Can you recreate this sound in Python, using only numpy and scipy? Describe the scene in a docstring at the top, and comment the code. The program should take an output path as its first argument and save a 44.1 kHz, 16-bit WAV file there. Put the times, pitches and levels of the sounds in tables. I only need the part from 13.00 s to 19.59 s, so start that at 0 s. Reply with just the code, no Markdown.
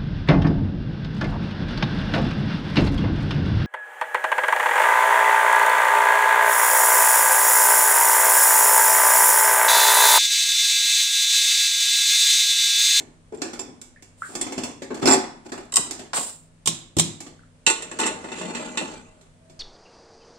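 """The handles of an aluminium pressure cooker knock and creak close by until their wire catch springs off.
The lifted valve weight rattles, hissing and spitting a last puff; as it drops back the lid jolts in its seat.
The lid strikes the rim, scrapes along it and is drawn out; wet plips, pot and kitchen lie behind.
Blows are dense noise crashes, ringing modes and a room tail; rubbing and steam are coloured noise."""
import sys
import numpy as np
from scipy import signal
from scipy.fft import rfft, irfft, next_fast_len
from scipy.io import wavfile
from scipy.ndimage import uniform_filter1d, map_coordinates

SR = 44100
rng = np.random.default_rng(int(sys.argv[2]) if len(sys.argv) > 2 else 0)


def inscribe(sig):
    """Save sig as 16-bit PCM at rate SR to the path in sys.argv[1].

    A 1-D sig is mono; a 2-D sig holds one channel per row.
    Samples are clipped to [-1, 1] before scaling.
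    """
    pcm = np.round(np.clip(np.atleast_2d(sig).T, -1, 1) * 32767)
    wavfile.write(sys.argv[1], SR, pcm.astype(np.int16))


N = 290707
TOP_HZ = 15900
RING_TIME = np.arange(SR * 2 // 3) / SR  # seconds

# Levels in the tables are relative: each layer adds its own trim.
# Handles and wire catch knocking: start_s, tick_db (treble), thud_db
HANDLE_KNOCKS = [(0.0014, -34, -39), (0.322, -77, -29.5), (0.4174, -17, -26), (0.5322, -28, -34),
                 (0.5916, -23.5, -32), (0.6813, -82, -37.5), (0.8147, -27.5, -52), (1.0234, -34.5, -49.5),
                 (1.3518, -18, -30), (1.412, -15, -29.5), (1.4645, -30, -30), (1.5214, -24.5, -30.5),
                 (1.5784, -23, -24), (1.6353, -18, -29), (1.8194, -30, -30), (1.903, -44.5, -24),
                 (1.943, -29, -37.5), (2.0248, -26, -19.5), (2.5185, -27.5, -29.5), (2.9093, -17, -36.5),
                 (2.9922, -30, -36.5), (4.204, -25.5, -40), (4.264, -37.5, -40), (6.211, -45.5, -57),
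                 (6.497, -45, -49.5)]
# Strongest modes of the handles: pitch_hz, level_db, t60_s
HANDLE_MODES = [(230.4, -11.5, 0.81), (267.3, -2, 0.26), (380, -0.5, 0.31), (489, -13, 0.48),
                (562, -10.5, 0.31), (714, -5.5, 0.35), (779, -15.5, 0.41), (848, -6.5, 0.32),
                (1136, -14.5, .25), (1475, -14, .29), (2400, -16.5, .35), (2630, -10, 0.18),
                (3490, -11.5, 0.15), (4430, -8.5, 0.098), (5250, -10, 0.14), (6070, -21.5, .29),
                (7260, -9, .2), (7290, -12, 0.18), (8700, -14.5, 0.12)]
# Dense wash of their weaker modes: freq_hz, density_db (per Hz)
HANDLE_WASH = [(40, -38.5), (120, -16.5), (190, -15.5), (250, -1.5), (370, -1.5), (480, -10.5), (850, -8.5),
               (1200, -13.5), (2700, -18.5), (3150, -21.5), (3450, -17), (3750, -26.5), (4300, -20.5),
               (5250, -20.5), (5700, -20), (6400, -22), (7000, -21), (7500, -15.5), (9300, -28),
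               (12000, -39.5), (15500, -42.5)]


def handles():
    """Knocks excite the handles' modes, the heavier ones duller and slower."""
    blows = registers(HANDLE_KNOCKS, body_share=0.091, clang_share=0.53, body_db=-8.5, clang_db=-9.5)
    return contacts(blows, HANDLE_MODES, HANDLE_WASH, crack_t60_s=0.089, attack_s=0.00084,
                    ring_db=-8, tail_db=-6.5, treble_db=-13.5, level_db=-4.5, ripple_db=3.0,
                    dwell=0.3, bounce=0.17, tint_db=4.5)


# The hand squeezes and the handles rub on each other: start_s, end_s, level_db
SQUEEZES = [(0.322, 0.5, -45.5), (1.286, 1.67, -44), (1.946, 2.027, -37.5), (2.446, 2.617, -44),
            (2.855, 3.025, -45)]


def grip(rough_db=4, width_hz=30, ring_db=6, attack_s=0.0044, release_db_per_s=130):
    """The squeezed handles creep over each other in tiny slips that keep their modes sounding."""
    force = sum(outflow(start, db, attack_s, end - start, 0, release_db_per_s)
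                for start, end, db in SQUEEZES)
    roughness = amp(rough_db * wobble(90))
    slips = stereo(rng.standard_normal((2, N)) * roughness, HANDLE_WASH)
    peaks = [(hz, width_hz, db / 2) for hz, db, _ in HANDLE_MODES]
    creak = filtered(slips, lambda f: 1 + amp(ring_db) * np.abs(resonances(peaks, f)))
    return force * unit(creak)


# The catch springs off, clatters against the handle and settles: start_s, tick_db, thud_db, body_db
CATCH_BLOWS = [(2.0557, -11.5, -13, -21.5), (2.072, -8, -13, -16.5), (2.083, -14.5, -11, -16.5),
               (2.0925, -16, -31.5, -16.5), (2.109, -11, -13.5, -14.5), (2.123, -13, -25.5, -19),
               (2.135, -9.5, -25.5, -24.5), (2.148, -19, -25.5, -28), (2.176, -27.5, -31.5, -36.5),
               (2.577, -34.5, -50, -32)]


def catch():
    """Short, hard blows on the handle, each with its own body."""
    blows = registers(CATCH_BLOWS, body_share=0, clang_share=0.87, body_db=0, clang_db=-8.0)
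    blows[:, 3] = np.array(CATCH_BLOWS)[:, 3]
    return contacts(blows, HANDLE_MODES, HANDLE_WASH, crack_t60_s=0.082, attack_s=0.00094,
                    ring_db=-8, tail_db=-11.5, treble_db=-9.5, level_db=-7.5, ripple_db=5.0,
                    dwell=0.23, bounce=0.03, tint_db=5.5)


# The wire of the catch pinging: start_s, level_db, pitch_hz, width_hz (of each of four stacked resonances)
WIRE_PINGS = [(0.344, -41, 8800, 1000), (0.373, -36, 7400, 700), (0.5945, -19.5, 7300, 400),
              (1.412, -7.5, 8010, 2660), (2.0975, -6, 7360, 350), (2.1214, -5, 7300, 353),
              (2.129, -4, 7520, 650)]


def wire(t60_s=0.07, attack_s=0.0008, tail_db=-23, tail_t60_s=0.28, level_db=-5):
    """The springy wire pings high and briefly, at a pitch set by where it is touched."""
    t, track = RING_TIME, np.zeros((2, N))
    decay = amp(-60 * t / t60_s) + amp(tail_db - 60 * t / tail_t60_s)
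    envelope = decay * (1 - np.exp(-t / attack_s))
    for s, db, hz, width in WIRE_PINGS:
        noise = rng.standard_normal((2, len(t)))
        cluster = filtered(noise, lambda f: resonances([(hz, width, 0)], f) ** 4)
        ping = cluster * envelope
        add(track, s, amp(db + level_db) * ping / np.abs(ping).max())
    return track


# The valve weight fingered, then rattling on its vent: start_s, tick_db, thud_db
WEIGHT_RATTLES = [(2.7215, -18, -46), (2.7392, -8.5, -48), (2.758, 2.5, -50.5), (2.7667, 1.5, -33),
                  (2.7792, -24, -28), (3.1325, -24, -42), (3.169, -17, -33), (3.187, -21, -42),
                  (3.229, -23.5, -51.5)]
# Strongest modes of the weight: pitch_hz, level_db, t60_s
WEIGHT_MODES = [(274.7, 0.5, 0.2), (1098, 11.5, 0.17), (1960, 2, 0.153), (6580, -10.5, 0.21),
                (7650, 1, 0.12), (7500, -3.5, .16), (8650, -6, .23)]
# Dense wash of its weaker modes: freq_hz, density_db (per Hz)
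WEIGHT_WASH = [(40, -36), (180, -10), (260, 0), (550, -8.5), (1000, -0.5), (1400, -8), (3600, -10.5),
               (4700, -9.5), (6500, -7), (7900, 2.5), (9500, -11), (12500, -25), (15000, -28)]


def valve_weight():
    """Small, bright metal contacts with little ringing, whose bass swells late."""
    blows = registers(WEIGHT_RATTLES, body_share=0.46, clang_share=0.59, body_db=-7.0, clang_db=-8)
    return contacts(blows, WEIGHT_MODES, WEIGHT_WASH, crack_t60_s=0.049, attack_s=0.00051,
                    ring_db=-26.5, tail_db=-16.5, treble_db=-15.0, level_db=-6.0, ripple_db=9.0,
                    dwell=0.077, bounce=0.082, bass_lag_s=0.018)


# Steam under the lifted weight, then past the gasket:
# start_s, level_db, attack_s, hold_s, sag_db_per_s, release_db_per_s
WEIGHT_PUFF = (3.131, -24, 0.03, 0.125, 87, 165)
GASKET_SEEP = (1.16, -45.5, 0.13, 0.03, 30, 90)
# Water spat out as the vent opens: start_s, level_db, t60_s, pitch_ratio
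WATER_SPITS = [(3.1324, -23, 0.15, 1.25), (3.165, -24.5, 0.17, 0.87)]
# Colour of the spits before the pitch ratio shifts it: freq_hz, density_db (per Hz)
SPIT_COLOUR = [(60, -30), (250, -11), (550, 3.5), (780, 3), (1080, 6), (1500, -1), (2200, -7), (3500, -4.5),
               (6000, -12), (9000, -42), (15000, -49)]


def steam(sputter_db=-1.0, spit_attack_s=0.00039, patchy_db=1.0):
    """The last pressure seeps past the gasket, then spits and hisses out under the lifted weight."""
    # freq_hz, density_db (per Hz)
    jet = [(150, -27), (600, -4), (1000, -8), (2000, -17), (4000, -12), (6500, -12), (7300, 0),
           (9000, -1), (10000, -18), (15000, -25)]
    flow = outflow(*WEIGHT_PUFF) + outflow(*GASKET_SEEP)
    sound = flow * stereo(patchy(rng.standard_normal((2, N)), patchy_db), jet)
    for s, db, t60, ratio in WATER_SPITS:
        burst = outflow(s, db, spit_attack_s, 0, 0, 60 / t60)
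        colour = np.array(SPIT_COLOUR) * [ratio, 1]
        sound += burst * stereo(patchy(rng.standard_normal((2, N)), patchy_db), colour)
    return amp(sputter_db * wobble(120)) * sound


# The lid jolting in its seat as the weight drops back and the seal lets go: start_s, tick_db, thud_db
SEAT_JOLTS = [(3.658, -11.5, -41.5), (3.673, -1.5, -29), (3.687, -28, -30), (3.967, -15, -14),
              (3.985, -5, -20.5), (3.996, -1.5, -27)]
# Strongest modes of the jolted lid: pitch_hz, level_db, t60_s
JOLT_MODES = [(123, -6.5, 0.73), (163.2, 3.5, 0.27), (341, -4, 0.48), (1071, -4.5, 0.14),
              (2468, -14.5, 0.39), (3193, -4, 0.17), (3800, -6.5, 0.18), (4160, -10, 0.27),
              (5770, -1.5, 0.18), (8400, -8.5, 0.17), (8543, -1, 0.16), (9360, -15, 0.35),
              (10900, -19.5, 0.16)]
# Dense wash of its weaker modes: freq_hz, density_db (per Hz)
JOLT_WASH = [(40, -29), (85, -3.5), (145, 5.5), (205, 1), (320, 2), (480, -10.5), (1000, -12.5),
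             (1500, -19.5), (2600, -13.5), (3700, -3.5), (4500, -12.5), (6500, -9), (7900, -2.5),
             (9500, -15), (11500, -19.5), (12700, -39), (14800, -26)]


def lid_jolts():
    """The jolting lid speaks through its own set of low and high modes."""
    blows = registers(SEAT_JOLTS, body_share=0.8, clang_share=1.0, body_db=-19.0, clang_db=-17.5)
    return contacts(blows, JOLT_MODES, JOLT_WASH, crack_t60_s=0.073, attack_s=0.00085,
                    ring_db=-15.5, tail_db=-14.5, treble_db=-13.5, level_db=-6, ripple_db=3.0,
                    dwell=0.055, bounce=0.075)


# The lid hitting the rim and juddering through the opening:
# start_s, tick_db, thud_db, extra_clang_db (of a clean strike)
LID_STRIKES = [(4.6651, -5, -34, 13.5), (4.6739, -7, -26, -5.5), (4.6983, -5.5, -30.5, -4),
               (4.822, -20.5, -48.5, 3), (4.9133, -26.5, -36.5, -0.5), (4.9881, -16, -27, -3.5),
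               (4.9982, -12.5, -30, 2), (5.0118, -20, -28.5, 3), (5.031, -22, -27.5, 10.5),
               (5.0554, -18.5, -25.5, -2.5), (5.064, -10, -36, -3.5), (5.0724, -31.5, -28, 12.5),
               (5.241, -35, -33, 2.5), (5.2856, -41, -41, 9.5), (5.3168, -31, -33, 7.5),
               (5.3853, -30, -53.5, 9.5), (5.4124, -30.5, -34.5, 7), (5.5486, -25.5, -35, 6.5),
               (5.7724, -17, -31.5, 10.5), (5.811, -27.5, -28.5, -16)]
# Strongest modes of the lid: pitch_hz, level_db, t60_s
LID_MODES = [(315.4, 2, .2), (394, -0.5, 0.34), (462, -3, 0.29), (886, 5.5, 0.25), (1103, -3, 0.3),
             (1460, -1, .25), (2440, -8, 0.29), (2664, 3, 0.19), (2705, -0.5, .3), (2940, -23, .23),
             (3580, -21, .25), (4020, -12.5, .3), (4360, -10.5, 0.32), (4630, -10.5, 0.16),
             (5835, -19, 0.19), (6600, -10, 0.23), (7432, 1, 0.16), (7580, 7, 0.11), (8995, -6, 0.21)]
# Dense wash of its weaker modes: freq_hz, density_db (per Hz)
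LID_WASH = [(40, -36.5), (120, -36), (170, -9), (320, 8.5), (600, -4.5), (1100, -2.5), (1750, -7.5),
            (2650, -1), (3150, -11.5), (3600, -5.5), (5300, -9), (7700, -0.5), (9000, -5), (10200, -26),
            (12500, -26.5), (15500, -43.5)]


def lid_blows():
    """Strikes on the rim clang more the cleaner they land."""
    strikes = registers(LID_STRIKES, body_share=0.29, clang_share=0.72, body_db=-2.5, clang_db=-9.5)
    strikes[:, -1] += np.array(LID_STRIKES)[:, -1]
    return contacts(strikes, LID_MODES, LID_WASH, crack_t60_s=0.13, attack_s=0.001,
                    ring_db=-8.0, tail_db=-11, treble_db=-12.5, level_db=-5.5, ripple_db=6.5,
                    dwell=0.11, bounce=0.39)


# Pressure of the lid sliding on the rim: time_s, level_db
SLIDE_PRESSURE = [(4.781, -41.5), (4.95, -44.5), (5.071, -35), (5.21, -41), (5.25, -42.5), (5.38, -35.5),
                  (5.42, -33.5), (5.535, -35.5), (5.58, -31.5), (5.75, -39.5), (5.81, -36.5), (5.96, -39),
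                  (6.03, -51.5), (6.28, -66.5)]
# Resonances of the rubbed rim: pitch_hz, width_hz, level_db (halved in use)
RIM_RESONANCES = [(238, 14, 0), (315, 16, -6.5), (383.6, 15, -0.5), (465, 12.3, 11), (546, 14.5, 4.5),
                  (624, 11.4, 14), (876, 16, 11.5), (986, 12, -15.5), (1114, 75, 8), (1455, 52, 9),
                  (1677, 35, -4.5), (2020, 27, 5.5), (2374, 25, 4), (2688, 170, -2), (4340, 54, -4),
                  (7470, 64, -14)]
# Colour of the rubbing itself: freq_hz, density_db (per Hz)
RUB_COLOUR = [(59, -58), (100, -55), (162, 3), (319, 1.5), (640, -13), (682, -6), (879, -6.5), (1880, -21),
              (2630, -17.5), (5400, -24.5), (7560, -15.5), (9950, -31), (15500, -70)]


def scrape(rough_db=2.0, rim_db=3, grit_db=-3.0, split_hz=1500, wander_db=4, rub_db=-1.0):
    """The lid's edge sticks and slips along the rim; the contact favours now one resonance, now another."""
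    pressure = gains(SLIDE_PRESSURE)[0]
    roughness = amp(rough_db * wobble(140))
    slips = patchy(rng.standard_normal((2, N)) * roughness, wander_db)
    peaks = [(hz, width, db / 2) for hz, width, db in RIM_RESONANCES]
    rim = filtered(stereo(slips, RUB_COLOUR), lambda f: 1 + amp(rim_db) * np.abs(resonances(peaks, f)))
    low = filtered(rim, lambda f: 1 / (1 + (f / split_hz) ** 4))
    grit = unit(rim - low)
    rub = unit(unit(low) + amp(grit_db) * grit)
    return amp(rub_db) * pressure * rub + snags(pressure)


def snags(pressure, count=110, level_db=-2, scatter_db=2, shift_db=6, sustain=0.99,
          click_db=-14, click_t60_s=0.03, dull_hz=3400):
    """Burrs on the sliding edge catch and let go; each sets off its own mix of the rim's resonances."""
    t, track = RING_TIME[:SR // 5], np.zeros((2, N))
    hz, width, db = np.transpose(RIM_RESONANCES)
    rings = amp(db[:, None] / 2) * np.exp((2j * np.pi * hz - np.pi * width / sustain)[:, None] * t)
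    ears = np.exp(1j * np.array([spread(hz), -spread(hz)]))
    start, end = SLIDE_PRESSURE[0][0], SLIDE_PRESSURE[-1][0]
    # One snag at a random moment in each equal slot of the slide.
    times = start + (end - start) * (np.arange(count) + rng.random(count)) / count
    for s in times:
        phases = np.exp(2j * np.pi * rng.random(len(hz)))
        shares = amp(shift_db * rng.standard_normal(len(hz))) * phases
        ring = ((ears * shares) @ rings).real / np.linalg.norm(shares)
        click = amp(click_db - 60 * t / click_t60_s) * rng.standard_normal((2, len(t)))
        strength = pressure[int(s * SR)] * amp(level_db + scatter_db * rng.standard_normal())
        add(track, s, strength * (ring + click))
    return filtered(track, lambda f: 1 / (1 + (f / dull_hz) ** 4))


# Small wet plips: start_s, level_db, pitch_hz (at the start of the rise)
WET_PLIPS = [(0.961, -35, 1770), (0.972, -39, 1740), (1.22, -12, 1336), (3.132, -18, 1030),
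             (4.392, -40, 1470), (4.434, -41.5, 1350)]


def plips(t60_s=0.018, tail_db=-19.5, level_db=-0.5, width_hz=600, rise=0.09):
    """A drop rings for a few cycles, rising in pitch, and the room carries it on."""
    t, track = RING_TIME, np.zeros((2, N))
    for s, db, hz in WET_PLIPS:
        pitch = hz * (1 + rise * (1 - np.exp(-t / 0.04)))
        tone = np.sin(2 * np.pi * np.cumsum(pitch) / SR)
        drop = tone * amp(-60 * t / t60_s) * (1 - np.exp(-t / 0.00094)) ** 2
        noise = rng.standard_normal((2, len(t)))
        echo = unit(filtered(noise, lambda f: resonances([(pitch[-1], width_hz, 0)], f) ** 3))
        tail = amp(tail_db - 60 * t / 0.3) * echo
        add(track, s, amp(db + level_db) * (drop + tail))
    return track


# Kitchen background colour: freq_hz, density_db (per Hz)
KITCHEN_COLOUR = [(12, -35.5), (20, -7.5), (35, -6.5), (59, -21), (74, -12), (92, -27), (119, -17.5),
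                  (161, -16), (362, -25.5), (614, -23), (725, -30), (1230, -31), (5380, -41), (9130, -36.5),
                  (15500, -79)]
# An appliance's hum: pitch_hz, level_db (mean of a wandering level)
APPLIANCE_HUM = [(97, -62), (160, -63.5), (248, -64.5)]
# Air ringing in the open pot: time_s, level_db
POT_HOLLOW = [(6.15, -84.5), (6.4, -70), (6.48, -59.5), (6.59, -60)]


def kitchen(floor_db=-57):
    """Soft background, an unsteady hum and the hollow note of the uncovered pot."""
    t = np.arange(N) / SR
    air = amp(floor_db + 0.85 * wobble(9.1)) * stereo(rng.standard_normal((2, N)), KITCHEN_COLOUR)
    hum = 0
    for hz, db in APPLIANCE_HUM:
        level = amp(db + 3 * wobble(7)) * np.sqrt(2)
        hum = hum + level * np.sin(2 * np.pi * hz * t + wobble(8))
    noise = rng.standard_normal((2, N))
    pot = unit(filtered(noise, lambda f: resonances([(638, 30, 0)], f) ** 2))
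    return air + hum + gains(POT_HOLLOW)[0] * pot


def registers(rows, body_share, clang_share, body_db, clang_db):
    """Body and clang lie between thud and tick; gives rows of start_s, tick, thud, body, clang in dB."""
    s, tick, thud = np.transpose(rows)[:3]
    brightness = tick - thud
    body = thud + body_share * brightness + body_db
    clang = thud + clang_share * brightness + clang_db
    return np.column_stack([s, tick, thud, body, clang])


def contacts(rows, modes, wash, crack_t60_s, attack_s, ring_db, tail_db, treble_db, level_db,
             ripple_db, dwell, bounce, tint_db=1.0, bass_lag_s=0):
    """Each contact is a short crash of dense modes, a few ringing ones and the room's tail."""
    t, track = RING_TIME, np.zeros((2, N))
    hz, mode_db, t60 = np.transpose(modes)
    decays = amp(mode_db[:, None] - 60 * t / t60[:, None])
    rings = decays * np.exp(2j * np.pi * hz[:, None] * t)
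    ears = np.exp(1j * np.array([spread(hz), -spread(hz)]))
    # The weaker modes cluster into ridges and gaps that stay the same from blow to blow.
    grid = np.arange(1500, TOP_HZ, 110)
    ridges_db = ripple_db * np.clip(rng.standard_normal(len(grid)), -2, 1)

    def dense(tint):
        """Noise in the colour of the crowded modes, tinted by the point of contact."""
        noise = stereo(rng.standard_normal((2, len(t))), wash)
        return unit(filtered(noise, lambda f: amp(np.interp(f, grid, ridges_db, left=0) + along(tint, f))))

    spots = np.geomspace(250, 6000, 30)  # Hz
    cleanest_db = max(row[-1] for row in rows)
    for s, tick_db, thud_db, body_db, clang_db in rows:
        # Each point of contact favours its own share of the modes.
        spot_db = tint_db * rng.standard_normal(len(spots)) * (spots < spots[-1])
        tint = np.column_stack([spots, spot_db])
        # A bright tick is over at once; a dull, heavy knock builds slowly and dwells.
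        softness = np.clip(amp(dwell * (thud_db - tick_db + 7.5)), .4, 2)
        phases = np.exp(2j * np.pi * rng.random(len(hz)))
        shares = amp(1.54 * rng.standard_normal(len(hz))) * phases
        # A hard blow bounces clear and rings freely; a light one stays in touch and is damped.
        freedom = amp(bounce * (clang_db - cleanest_db))
        ring = freedom * ((ears * shares) @ rings).real
        crash = dense(tint) * amp(-60 * t / (crack_t60_s * softness)) / np.sqrt(softness)
        tail = die_away(dense(tint))
        onset = 1 - np.exp(-t / (attack_s * softness ** 2))
        blow = (crash + amp(ring_db) * ring + amp(tail_db) * tail) * onset
        add(track, s, voiced(blow, [thud_db, body_db, clang_db, tick_db + treble_db]))
    # The pot is too small to radiate the deepest bass.
    track = signal.sosfilt(signal.butter(2, 58, "highpass", fs=SR, output="sos"), track)
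    # Low bending waves travel more slowly, so with a lag the bass swells after the click.
    lagged = filtered(track, lambda f: np.exp(-2j * np.pi * bass_lag_s * 600 * np.arctan(f / 600)))
    return amp(level_db) * lagged


# Registers of thud, body, clang and tick: low_hz, high_hz
REGISTER_BANDS = [(100, 500), (550, 1800), (1800, 5500), (5500, 14000)]


def voiced(blow, levels_db):
    """Place and hardness of a contact set how strongly each register speaks at first."""
    onset = blow.mean(axis=0)[:SR // 50] * signal.windows.tukey(SR // 50, .1)
    power = 2 * np.abs(rfft(onset) / len(onset)) ** 2
    f = np.fft.rfftfreq(len(onset), 1 / SR)
    lift = []
    for (lo, hi), db in zip(REGISTER_BANDS, levels_db):
        present_db = 10 * np.log10(power[(f >= lo) & (f < hi)].sum())
        lift.append((np.sqrt(lo * hi), db - present_db))
    return filtered(blow, lambda hz: amp(along(lift, hz)))


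# Reverberation of the kitchen: freq_hz, t60_s
ROOM_DECAY = [(100, 0.77), (300, 0.51), (1000, 0.56), (4000, 0.45), (8000, 0.38), (15000, 0.22)]


def die_away(x):
    """Each frequency fades at the kitchen's own speed."""
    hz, t, z = signal.stft(x, SR, nperseg=256)
    fade = amp(-60 * t / along(ROOM_DECAY, hz)[:, None])
    return signal.istft(z * fade, SR, nperseg=256)[1][:, :x.shape[1]]


def outflow(start, level_db, attack_s, hold_s, sag_db_per_s, release_db_per_s):
    """An envelope opens like a leak, sags with the falling pressure and dies away."""
    t = np.arange(N) / SR - start
    sag_db = sag_db_per_s * np.clip(t - attack_s, 0, hold_s)
    release_db = release_db_per_s * np.maximum(t - attack_s - hold_s, 0)
    return np.clip(t / attack_s, 0, 1) * amp(level_db - sag_db - release_db)


def patchy(pair, depth_db):
    """Narrow bands swell and fade, each by itself."""
    z = signal.stft(pair, nperseg=1024)[2]
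    favour = uniform_filter1d(rng.standard_normal(z.shape[1:]), size=3, axis=0)
    favour = unit(uniform_filter1d(favour, size=8, axis=1))
    return signal.istft(z * amp(depth_db * favour), nperseg=1024)[1][:, :N]


def resonances(peaks, hz):
    """Response of resonances given as centre_hz, width_hz, level_db, with alternating sign."""
    total = 0
    for k, (centre, width, db) in enumerate(peaks):
        damping = 1j * hz * width
        total = total + (-1) ** k * amp(db) * damping / (centre * centre - hz * hz + damping)
    return total


# Left-right likeness: freq_hz, correlation (1 is identical)
EAR_LIKENESS = [(60, 0.36), (130, 0.9), (290, 0.76), (640, 0.38), (1410, -0.064), (3100, 0.13),
                (6820, -0.053), (15000, -0.11)]


def spread(hz):
    """Half the phase angle between the two ears of the microphone."""
    return np.arccos(np.clip(along(EAR_LIKENESS, hz), -1, 1)) / 2


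def stereo(pair, spectrum):
    """Two unrelated signals become a coloured left and right, as alike as the likeness table says."""
    def colour(hz):
        return amp(along(spectrum, hz)) * np.array([np.cos(spread(hz)), np.sin(spread(hz))])

    mid, side = filtered(pair, colour)
    return unit(np.array([mid + side, mid - side]))


def filtered(x, response):
    """x times a response of frequency."""
    n = x.shape[-1]
    m = next_fast_len(n + 4096, True)
    return irfft(rfft(x, m) * response(np.fft.rfftfreq(m, 1 / SR)), m)[..., :n]


def wobble(rate):
    """A smooth random curve, rate knots a second."""
    knots = rng.standard_normal(int(N * rate / SR) + 4)
    return map_coordinates(knots, [np.arange(N) * rate / SR])


def gains(rows):
    """A gain per sample for each dB column, practically silent outside the rows."""
    s, *cols = np.transpose(rows)
    t = np.arange(N) / SR
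    return [amp(np.interp(t, s, c, left=-120, right=-120)) for c in cols]


def along(points, hz):
    """Points of freq_hz and value, read on a log frequency axis."""
    f, v = np.transpose(points)
    return np.interp(np.log(hz + 1), np.log(f + 1), v)


def amp(db):
    """Decibels to gain."""
    return 10 ** (np.asarray(db) / 20)


def unit(x):
    """Scale to rms 1."""
    return x / np.sqrt(np.mean(x ** 2) + 1e-20)


def add(track, s, sound):
    """Mix a sound into the track at a time in seconds."""
    start = max(round(s * SR), 0)
    track[:, start:start + sound.shape[1]] += sound[:, :N - start]


# Balance of the cooker: freq_hz, left_minus_right_db
COOKER_LEAN = [(100, 5), (250, 1.5), (380, -1.5), (520, 4), (1000, 2), (1500, -0.5), (2600, -1.5),
               (5000, -3), (6600, -4), (7400, -13.5), (8400, 6.5), (10000, -0.5)]


def scene():
    """All parts of the cooker radiate unevenly to left and right, over the kitchen background."""
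    cooker = handles() + grip() + catch() + wire()
    cooker += valve_weight() + steam()
    cooker += lid_jolts() + lid_blows() + scrape() + plips()

    def lean(hz):
        half_db = along(COOKER_LEAN, hz) / 2
        return amp(np.array([half_db, -half_db]))

    return filtered(cooker, lean) + kitchen()


def record(dry):
    """The recorder clips at full scale and keeps nothing above its band limit."""
    return filtered(np.clip(dry, -1, 1), lambda hz: np.clip((TOP_HZ - hz) / 600 + .5, 0, 1) ** 2)


dry = scene()
out = record(dry)
inscribe(out)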